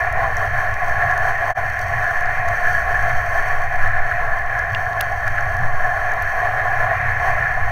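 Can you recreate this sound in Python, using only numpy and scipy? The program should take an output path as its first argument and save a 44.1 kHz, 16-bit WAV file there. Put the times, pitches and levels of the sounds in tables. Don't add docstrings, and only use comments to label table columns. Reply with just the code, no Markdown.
import sys
import numpy as np
from scipy import signal
from scipy.fft import rfft, irfft, next_fast_len
from scipy.io import wavfile
from scipy.ndimage import uniform_filter1d

SR = 44100
rng = np.random.default_rng(int(sys.argv[2]) if len(sys.argv) > 2 else 0)


def wrap_up_sound(samples):
    columns = np.atleast_2d(samples).T
    tamed = np.clip(columns, -1, 1)
    steps = np.round(tamed * 32767).astype(np.int16)
    wavfile.write(sys.argv[1], SR, steps)


N = 340011


def propellers():
    # time in seconds, then the levels in dB of the low ring,
    # the middle ring, the shoulder just above it and the treble hiss.
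    drift = [(0.0, -23, -24, -29.5, -50), (0.7, -23, -23, -28.5, -46.5), (1.4, -23.5, -22.5, -28.5, -47.5),
             (2.1, -24.5, -22.5, -29.5, -48), (2.7, -25, -23, -28.5, -47), (3.5, -24.5, -22.5, -29, -48),
             (3.9, -27, -23, -30.5, -50.5), (4.6, -24, -24.5, -32, -52), (5.1, -25.5, -25, -32, -49),
             (5.7, -23.5, -24, -34, -49.5), (6.4, -23.5, -24, -30, -49.5), (7.3, -24, -24, -27, -48.5),
             (7.71, -23, -23, -29.5, -49.5)]
    # pitch in Hz, width in Hz, relative level in dB.
    low_modes = [(271, 125, -32), (425.4, 49, -21.5), (484, 41, -22), (627, 56, -13.5), (711.4, 79.4, -0.5),
                 (785, 58, -8.5), (1034.5, 74, -9), (1107.4, 63, -7)]
    mid_modes = [(1351, 85, -13.5), (1476, 113, -10), (1664, 83, -3.5), (1737, 73, -1)]
    shoulder_modes = [(1855, 120, 1), (2060, 136, -4.5), (2218, 120, -12.5), (2386, 107, -10.5),
                      (2564, 75, -18), (2800, 42, -24)]
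    high_modes = [(3178, 207, 3), (3330, 250, -40), (4020, 300, -38.5), (4478, 194, 2), (4750, 150, -4),
                  (5647, 300, 1.5), (6230, 380, 2.5), (7890, 1200, -11.5), (8980, 1200, -11.5),
                  (10370, 700, -17), (11400, 660, -10.5), (12500, 920, -13.5), (14200, 1400, -10.5),
                  (15500, 1400, -17)]
    # time in seconds, extra dB, half-length in seconds.
    bursts = [(1.019, 6, 0.016), (2.747, 6, 0.0056), (3.104, 6, 0.008), (4.12, 8.5, 0.0096),
              (5.278, 10, 0.0095), (5.386, 9.5, 0.0091), (6.6, 5.5, 0.012)]
    flutter_db, pops_per_s = 1.3, 180
    t = np.arange(N) / SR
    low_db, mid_db, shoulder_db, high_db = curves(drift)
    burst_db = sum(db * np.exp(-((t - s) / half_length) ** 2) for s, db, half_length in bursts)
    roar = rng.standard_normal(N) * undb(flutter_db * wander(per_s=25))
    pop_db = 11.5 + 3.5 * np.minimum(rng.exponential(size=N), 3)
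    pops = (rng.random(N) < pops_per_s / SR) * undb(pop_db)
    pops *= undb(3.5 * wander(per_s=14))
    groups = ((roar, low_modes, 1.6, low_db),
              (roar, mid_modes, 1.6, mid_db + burst_db),
              (rng.standard_normal(N), shoulder_modes, 1.7, shoulder_db + burst_db / 2),
              (roar + pops * np.sign(roar), high_modes, 1.8, high_db))
    drone = np.zeros(N)
    for noise, modes, steepness, db in groups:
        fluttering = noise * undb(flutter_db * wander(per_s=14))
        drone += undb(db) * unit(ring(fluttering, modes, steepness))
    return drone


def rumble():
    # time in seconds, then the levels in dB of the hum below
    # 80 Hz, the hum above 80 Hz and the water's surge.
    drift = [(0.0, -30, -31, -27), (0.9, -33, -33.5, -23), (1.6, -36.5, -32, -28), (2.3, -32.5, -32, -21),
             (3.2, -32.5, -32.5, -19.5), (4.3, -33, -33, -17), (4.9, -36, -33.5, -27),
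             (5.5, -34, -31.5, -19), (6.3, -34.5, -33.5, -20.5), (7.1, -36.5, -30, -20.5),
             (7.71, -33, -28.5, -16.5)]
    # typical swing in dB, changes per second.
    wavers = [(2.1, 11), (2.73, 11), (1.1, 6)]
    # pitch in Hz, width in Hz, relative level in dB.
    low_hum = [(27.7, 22, -7.5), (45, 12.5, 2), (63.8, 19, -1)]
    upper_hum = [(91.3, 16.7, -3), (102.5, 10.7, 1), (120.8, 11, -1), (152.3, 14, -14.5), (169, 37, -23.5)]
    surge = [(5, 5.6, 0), (11, 2.8, -4.5)]
    out = np.zeros(N)
    layers = zip(curves(drift), wavers, (low_hum, upper_hum, surge), (1.8, 1.9, 2.2))
    for db, (waver_db, per_s), bands, steepness in layers:
        noise = undb(waver_db * wander(per_s)) * rng.standard_normal(N)
        out += undb(db) * unit(ring(noise, bands, steepness))
    return out


def shrimp():
    # start in seconds, then the peak levels in dB of the low ring,
    # the middle tick, the upper tick and the bright crack.
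    snaps = [(0.1267, -42, -45, -33, -31), (0.369, -45, -36, -21.5, -31), (0.3758, -55, -50, -36, -48),
             (0.3824, -55, -50, -37, -48), (0.7412, -35, -35, -31, -43), (1.112, -34, -36, -34, -39),
             (1.1779, -36, -32, -30, -31), (1.7931, -39, -34, -30, -38), (2.209, -39, -40, -34, -34),
             (2.2581, -37, -31, -38, -46), (2.4798, -50, -37, -34, -37), (2.4865, -38, -33, -28, -30),
             (4.5917, -39, -35, -31, -35), (4.7485, -11.5, -23.5, -36, -48), (4.9316, -47, -35, -40, -46),
             (5.0077, -14, -25, -28, -42), (5.0107, -19, -18, -23, -9.5), (5.2788, -37, -30, -29, -31),
             (5.4088, -50, -45, -31, -40), (5.5681, -51, -40, -34, -35), (6.1193, -55, -45, -31, -37),
             (6.1368, -38, -38, -36, -35), (6.222, -37, -38, -32, -36), (6.2258, -45, -57, -57, -26)]
    # pitch in Hz, width in Hz, relative level in dB.
    snap_modes = [
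        [(2790, 160, 0), (2350, 500, -7), (3300, 500, -10)],
        [(3900, 700, -2), (4700, 700, 0)],
        [(5700, 600, -2), (6300, 700, 0)],
        [(8600, 1400, -22), (10900, 800, 0), (12500, 1400, -5), (15000, 1200, -13)],
    ]
    hiss_gain, hiss_decay_s = .1, .0008
    t = np.arange(SR // 20) / SR
    crack = t == 0
    out = np.zeros(N + len(t))
    for start_s, *peaks_db in snaps:
        start = int(start_s * SR)
        hiss = hiss_gain * rng.standard_normal(len(t)) * np.exp(-t / hiss_decay_s)
        for modes, db in zip(snap_modes, peaks_db):
            click = ring(crack + hiss, modes, steepness=1.8)
            out[start:start + len(t)] += undb(db) * click / np.abs(click).max()
    return out[:N]


def electronics():
    # pitch in Hz, average (rms) level in dB.
    tones = [(14998, -72)]
    t = np.arange(N) / SR
    return sum(np.sqrt(2) * undb(db) * np.sin(2 * np.pi * hz * t) for hz, db in tones)


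def ring(x, modes, steepness):
    size = next_fast_len(len(x) + min(len(x), SR))
    f = np.arange(size // 2 + 1) * SR / size + 1e-3
    power = sum(undb(2 * db) / (1 + ((f - hz ** 2 / f) / width) ** 2) ** steepness
                for hz, width, db in modes)
    cepstrum = irfft(.5 * np.log(power + 1e-14), size)
    cepstrum[1:size // 2] *= 2
    cepstrum[size // 2 + 1:] = 0
    response = np.exp(rfft(cepstrum))
    return irfft(rfft(x, size) * response, size)[:len(x)]


def wander(per_s):
    hold = int(SR / per_s)
    steps = np.repeat(rng.standard_normal(N // hold + 1), hold)[:N]
    return unit(uniform_filter1d(uniform_filter1d(steps, hold), hold))


def curves(rows):
    times, *columns = np.transpose(rows)
    return [np.interp(np.arange(N) / SR, times, column) for column in columns]


def undb(db):
    return 10 ** (np.asarray(db) / 20)


def unit(x):
    return x / np.sqrt(np.mean(x ** 2))


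def scene():
    return (propellers() + rumble() + shrimp())[None]


def record(dry):
    dip_at_s, fade_s, top_hz = 1.542, 0.037, 15750
    t = np.arange(N) / SR
    dip = np.clip(np.abs(t - dip_at_s) / fade_s, 0, 1) ** 1.75
    treble_cut = signal.ellip(12, .2, 80, top_hz, fs=SR, output="sos")
    return signal.sosfilt(treble_cut, (dry + electronics()) * dip)


dry = scene()
out = record(dry)
wrap_up_sound(out)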